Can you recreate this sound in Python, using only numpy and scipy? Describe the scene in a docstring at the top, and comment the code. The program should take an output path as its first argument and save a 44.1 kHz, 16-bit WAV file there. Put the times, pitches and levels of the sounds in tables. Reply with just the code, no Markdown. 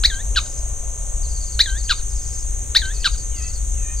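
"""Insects buzz over soft air and a low rumble throughout. At once a rail calls from marsh plants close by:
a sharp rising chip, a soft dipping whine, a rough falling yelp. Stems scatter each note; the bank
returns a faint echo. Faint chatter follows, and a hollow rush peaks near 0.8 s. From 1.2 s a small
bird twitters. The rail calls again at 1.6 s and 2.7 s. From 2.8 s a far bird mews three times."""
import sys
import numpy as np
from scipy import signal
from scipy.fft import rfft, irfft
from scipy.io import wavfile
from scipy.ndimage import uniform_filter1d, minimum_filter1d

SR = 44100
rng = np.random.default_rng(int(sys.argv[2]) if len(sys.argv) > 2 else 0)


def waveform_to_disk(signal):
    """Save audio, clipped to [-1, 1], as 16-bit WAV at the path in sys.argv[1]."""
    frames = np.transpose(np.atleast_2d(signal))
    scaled = np.clip(frames, -1, 1) * 32767
    samples = np.round(scaled).astype(np.int16)
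    wavfile.write(sys.argv[1], SR, samples)


N = 176400

# rail notes: start_s, length_s, pitch_ratio, level_db, bend (below 1 the contour runs early)
CHIPS = [(.0355, .029, 1.02, -18.5, 1.0), (1.5915, 0.028, 0.99, -16.5, 0.82),
         (2.7485, .028, 1.01, -15.5, 1)]
WHINES = [(.099, 0.12, 0.99, -30, 1.09), (1.658, 0.13, 0.98, -29.5, 1.03), (2.817, 0.11, .97, -28, 1)]
# rail yelps, far bird mews: start_s, length_s, pitch_ratio, level_db
YELPS = [(.3600, 0.037, 0.96, -19.5), (1.894, 0.039, 0.96, -19), (3.0440, .038, 0.98, -18.5)]
MEWS = [(2.83, 0.22, .99, -58.5), (3.31, .21, 1.016, -54), (3.745, .21, .945, -56)]
# small bird runs: start_s, length_s, level_db
TWITTERS = [(1.228, .34, -40), (1.776, .23, -38), (2.938, .29, -36.5), (3.358, .23, -39.5),
            (3.962, .06, -42.5)]
CHATTERS = [(.40, .23, -52), (2.10, .35, -51)]
# rail note contours: length_fraction, pitch_hz, level_db, overtones_db (beak opening)
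CHIP_CONTOUR = [(0, 1120, -7.5, -1), (0.129, 1510, -3, 3), (0.299, 1698, -3, -5.5), (.48, 1829, -1, 1.5),
                (.68, 2003, -1, 6.5), (.86, 2248, -6.5, 9.5), (1, 2480, -5, -4)]
WHINE_CONTOUR = [(0, 1970, 2, 2), (0.039, 1750, 2, 1), (.14, 1618, 2, -2), (.48, 1582, -5.5, 1),
                 (.72, 1647, -4, -7), (.87, 1810, -6.5, -2), (1, 2010, -17, -6)]
YELP_CONTOUR = [(0, 1782, -5.5, 3.5), (0.149, 1666, -0.5, -1.5), (0.419, 1538, 1.5, 3.5),
                (0.621, 1368, -1, 0.5), (.8, 1288, -3, 2), (1, 1077, -9, -7)]
# other note contours: length_fraction, pitch_hz, level_db
SQUEAK_CONTOUR = [(0, 3150, 4), (.5, 3020, -9), (1, 2600, 8)]
SLUR_CONTOUR = [(0, 5100, -4), (.2, 4763, 4), (.42, 4655, -3.5), (.62, 4400, 5.5), (1, 4200, -27)]
CHATTER_CONTOUR = [(0, 5250, 8), (.4, 4950, -3.5), (1, 4450, -3)]
MEW_CONTOUR = [(0, 770, -7.5), (0.219, 693, -1), (.45, 644, -2), (.75, 643, 2), (1, 658, -2)]
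# source harmonics, gaps interpolated: harmonic_number, level_db
CHIP_PARTIALS = [(1, 1), (2, -0.5), (3, -4), (4, -24.5), (5, -13), (7, -17)]
WHINE_PARTIALS = [(1, 0), (2, -7), (3, -29)]
YELP_PARTIALS = [(1, 2), (2, -3), (3, -8), (4, -15.5), (6, -17)]
MEW_PARTIALS = [(1, -29), (2, -5), (3, 0.5), (4, 5.5), (5, -6.5), (6, -12)]
# rail throat and beak response: frequency_hz, gain_db
THROAT = [(700, -7), (1200, -5), (1650, 0), (2200, -0.5), (2700, -4), (3300, 1.5), (3750, 13.5), (4300, 10),
          (4900, 3), (5800, -2), (8000, -6), (15000, -12)]
# noise spectra: frequency_hz, relative_density_db
INSECT_SPECTRUM = [(5400, -33), (5800, -17.5), (6050, -7), (6300, 0.5), (6550, -3.5), (6900, -4.5),
                   (7500, -11.5), (8100, -10), (8850, -9.5), (9250, -16), (9600, -46), (11000, -33)]
AIR_SPECTRUM = [(100, 3), (200, 2.5), (550, 0.5), (1000, -7.5), (2000, -10.5), (4200, -15), (5400, -60.5),
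                (9800, -9), (11000, -21.5), (13000, -21), (15800, -21.5)]
RUSH_SPECTRUM = [(300, -22), (520, -1), (660, 1), (800, -8.5), (1100, -7), (3000, -60)]
RUMBLE_SPECTRUM = [(10, -6), (26, -2), (42, -1.5), (55, 3.5), (68, -8.5), (90, -17), (125, -23),
                   (180, -36.5), (400, -68)]


def rail(squeak_s=.009, squeak_db=-30):
    """Strained chip, clear whine and strained yelp from one throat; a thin squeak leads into each yelp."""
    chips = syrinx(CHIPS, CHIP_CONTOUR, CHIP_PARTIALS, jitter=.011, shimmer=.076, sub_db=-16, rasp_db=-7)
    whines = syrinx(WHINES, WHINE_CONTOUR, WHINE_PARTIALS, jitter=.007, shimmer=.1, rasp_db=-21)
    yelps = syrinx(YELPS, YELP_CONTOUR, YELP_PARTIALS, jitter=.012, shimmer=.15, sub_db=-9, rasp_db=-14)
    lead_ins = [(start_s - squeak_s, squeak_s, 1, squeak_db) for start_s, *_ in YELPS]
    squeaks = syrinx(lead_ins, SQUEAK_CONTOUR, [(1, 0)], jitter=.029, shimmer=.05)
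    calls = throat(chips + whines + yelps) + squeaks
    return pan(marsh(calls, wet_db=0), left_db=1.1, lead_us=26.3)


def syrinx(notes, contour, partials, jitter, shimmer, waver=.0057, sub_db=-80, rasp_db=-60):
    """The syrinx glides through each note; strain doubles the period and adds rasp."""
    attack_s, release_s = .00061, .00097
    out = np.zeros(N)
    fraction, pitch_hz, contour_db, *beak_db = np.array(contour).T
    harmonics, partial_db = np.array(partials).T
    for start_s, length_s, pitch_ratio, level_db, *bend in notes:
        t = np.arange(int(length_s * SR)) / SR
        progress = (t / length_s) ** (bend[0] if bend else 1)
        along = lambda values: np.interp(progress, fraction, values)
        wobble = lambda rate_hz: drift(rate_hz, SR // 2)[:len(t)]
        hz = pitch_ratio * along(pitch_hz) * (1 + jitter * wobble(1500) + waver * wobble(90))
        phase = 2 * np.pi * np.cumsum(hz) / SR
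        overtones = undb(rasp_db) * rng.standard_normal(SR // 2)[:len(t)] * (1 + np.cos(phase))  # rasp
        for k in range(2, round(harmonics[-1]) + 1):
            half_order = undb(sub_db) * np.sin((k + .5) * phase + .5 * wobble(490))
            overtones += undb(np.interp(k, harmonics, partial_db)) * (np.sin(k * phase) + half_order)
        beak_gain = undb(along(beak_db[0])) if beak_db else 1
        tone = undb(partial_db[0]) * np.sin(phase) + beak_gain * overtones
        gate = np.clip(np.minimum(t / attack_s, (length_s - t) / release_s), 0, 1)
        envelope = gate * undb(level_db + along(contour_db)) * (1 + shimmer * wobble(900))
        add(out, start_s, tone * envelope)
    return out


def throat(x):
    """Throat and beak resonances colour the voice."""
    hz = np.arange(N + 1) * SR / (2 * N)
    return irfft(rfft(x, 2 * N) * gain_at(hz, THROAT))[:N]


def small_bird():
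    """Quick runs of thin falling slurs; fainter raspy chatter between them."""
    slurs = syrinx(runs(TWITTERS), SLUR_CONTOUR, [(1, -3.5)], jitter=.022, shimmer=.19, waver=.0131)
    chatter = syrinx(runs(CHATTERS), CHATTER_CONTOUR, [(1, 3)], jitter=.05, shimmer=.22)
    return pan(marsh(slurs + chatter, wet_db=9), left_db=.5, lead_us=18)


def runs(table, note_s=.048, period_s=.058, pitch_spread=.007, spread_db=1.2):
    """Evenly spaced notes, scattered in pitch and level."""
    notes = []
    for start_s, length_s, level_db in table:
        for k in range(round(length_s / period_s)):
            pitch_ratio = rng.normal(1, pitch_spread)
            notes.append((start_s + k * period_s, note_s, pitch_ratio, rng.normal(level_db, spread_db)))
    return notes


def far_bird():
    """Faint nasal mews that waver and fade in and out with distance."""
    mews = syrinx(MEWS, MEW_CONTOUR, MEW_PARTIALS, jitter=.013, shimmer=.22, waver=.0111)
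    fading_db = 1.5 + 2.2 * drift(35)
    return pan(marsh(mews * undb(fading_db), wet_db=3.5), left_db=.8)


def marsh(x, wet_db, stems_t60_s=.13, tail_t60_s=.65, bank_s=.089):
    """Quick scatter from the stems, a faint long tail, one echo from the bank."""
    stems_db, tail_db, bank_db = -9.5, -28.5, -28.5  # relative to wet_db
    t = np.arange(SR // 2) / SR
    stems = undb(-60 * t / stems_t60_s) * (1 - np.exp(-t / .001))
    tail = undb(-60 * t / tail_t60_s)
    stems *= undb(stems_db) / np.linalg.norm(stems)
    tail *= undb(tail_db) / np.linalg.norm(tail)
    scatter = (rng.standard_normal(len(t)) + rng.standard_normal((2, len(t)))) / np.sqrt(2)
    response = np.hypot(stems, tail) * scatter
    response[:, int(bank_s * SR)] += undb(bank_db)
    return x + undb(wet_db) * signal.fftconvolve(x[None], response, axes=1)[:, :N]


def insects(level_db=-32.5, pulse_hz=26.4, pulse_depth=.042):
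    """Many scraping insects merge into a fluttering buzz with a weak common pulse."""
    t = np.arange(N) / SR
    pulse = 1 + pulse_depth * np.sin(2 * np.pi * pulse_hz * t + .75 * drift(3.94))
    buzz = stereo_noise(INSECT_SPECTRUM, side_db=-9) * pulse
    flutter_db = .5 * drift(2.75) + .68 * drift(250)
    return pan(buzz * undb(level_db + flutter_db), left_db=1.5, lead_us=27.4)


def background(air_db=-46.5, rush_db=-50, rumble_db=-23.5, rush_peak_s=.79, rush_width_s=.79):
    """Soft open air and a hollow rush that swells and fades, over a deep, uneven rumble."""
    t = np.arange(N) / SR
    air = stereo_noise(AIR_SPECTRUM, side_db=-8) * undb(air_db + .98 * drift(2))
    swell = np.exp(-((t - rush_peak_s) / rush_width_s) ** 2)
    rush = stereo_noise(RUSH_SPECTRUM, side_db=-18) * undb(rush_db) * swell
    rumble = stereo_noise(RUMBLE_SPECTRUM, side_db=-18) * undb(rumble_db + drift(7.05))
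    return pan(air + rush, left_db=1.2) + pan(rumble, left_db=3)


def stereo_noise(spectrum, side_db):
    """Shaped noise: unit-RMS mid plus a weaker side."""
    hz = np.arange(N // 2 + 1) * SR / N
    mid, side = irfft(rfft(rng.standard_normal((2, N))) * gain_at(hz, spectrum), N)
    return mid / mid.std() + undb(side_db) * side / side.std() * np.array([[1], [-1]])


def pan(x, left_db, lead_us=0):
    """Sound from the left is louder and earlier on that side."""
    side = np.array([[.5], [-.5]])
    hz = np.arange(N // 2 + 1) * SR / N
    time_shift = np.exp(2j * np.pi * hz * side * lead_us * 1e-6)
    return irfft(rfft(x) * time_shift, N) * undb(side * left_db)


def drift(rate_hz, size=N):
    """Smooth random curve, spread about 1."""
    hold = max(int(SR / rate_hz), 1)
    steps = np.repeat(rng.standard_normal(size // hold + 1), hold)
    return 1.3 * uniform_filter1d(steps, hold)[:size]


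def gain_at(hz, spectrum):
    """Linear gain, interpolated in dB over log frequency."""
    points_hz, points_db = np.array(spectrum).T
    return undb(np.interp(np.log(np.maximum(hz, 1)), np.log(points_hz), points_db))


def undb(db):
    """Decibels to gain."""
    return 10 ** (np.asarray(db) / 20)


def add(out, start_s, x):
    """Mix x in at start_s."""
    i = max(int(start_s * SR), 0)
    x = x[:max(N - i, 0)]
    out[i:i + len(x)] += x


def scene():
    """The rail in front of the wetland."""
    return rail() + small_bird() + far_bird() + insects() + background()


def record(dry, ceiling=.93, limiter_s=.0033, cubic_share=.035, lowpass_hz=15800):
    """Fast peak limiter, slight cubic distortion, steep low-pass."""
    window = int(limiter_s * SR)
    gain = np.minimum(1, ceiling / (np.abs(dry).max(axis=0) + 1e-9))
    limited = dry * uniform_filter1d(minimum_filter1d(gain, window), window)
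    distorted = limited - cubic_share * limited ** 3
    return signal.sosfilt(signal.ellip(10, .2, 80, lowpass_hz, fs=SR, output="sos"), distorted)


dry = scene()
out = record(dry)
waveform_to_disk(out)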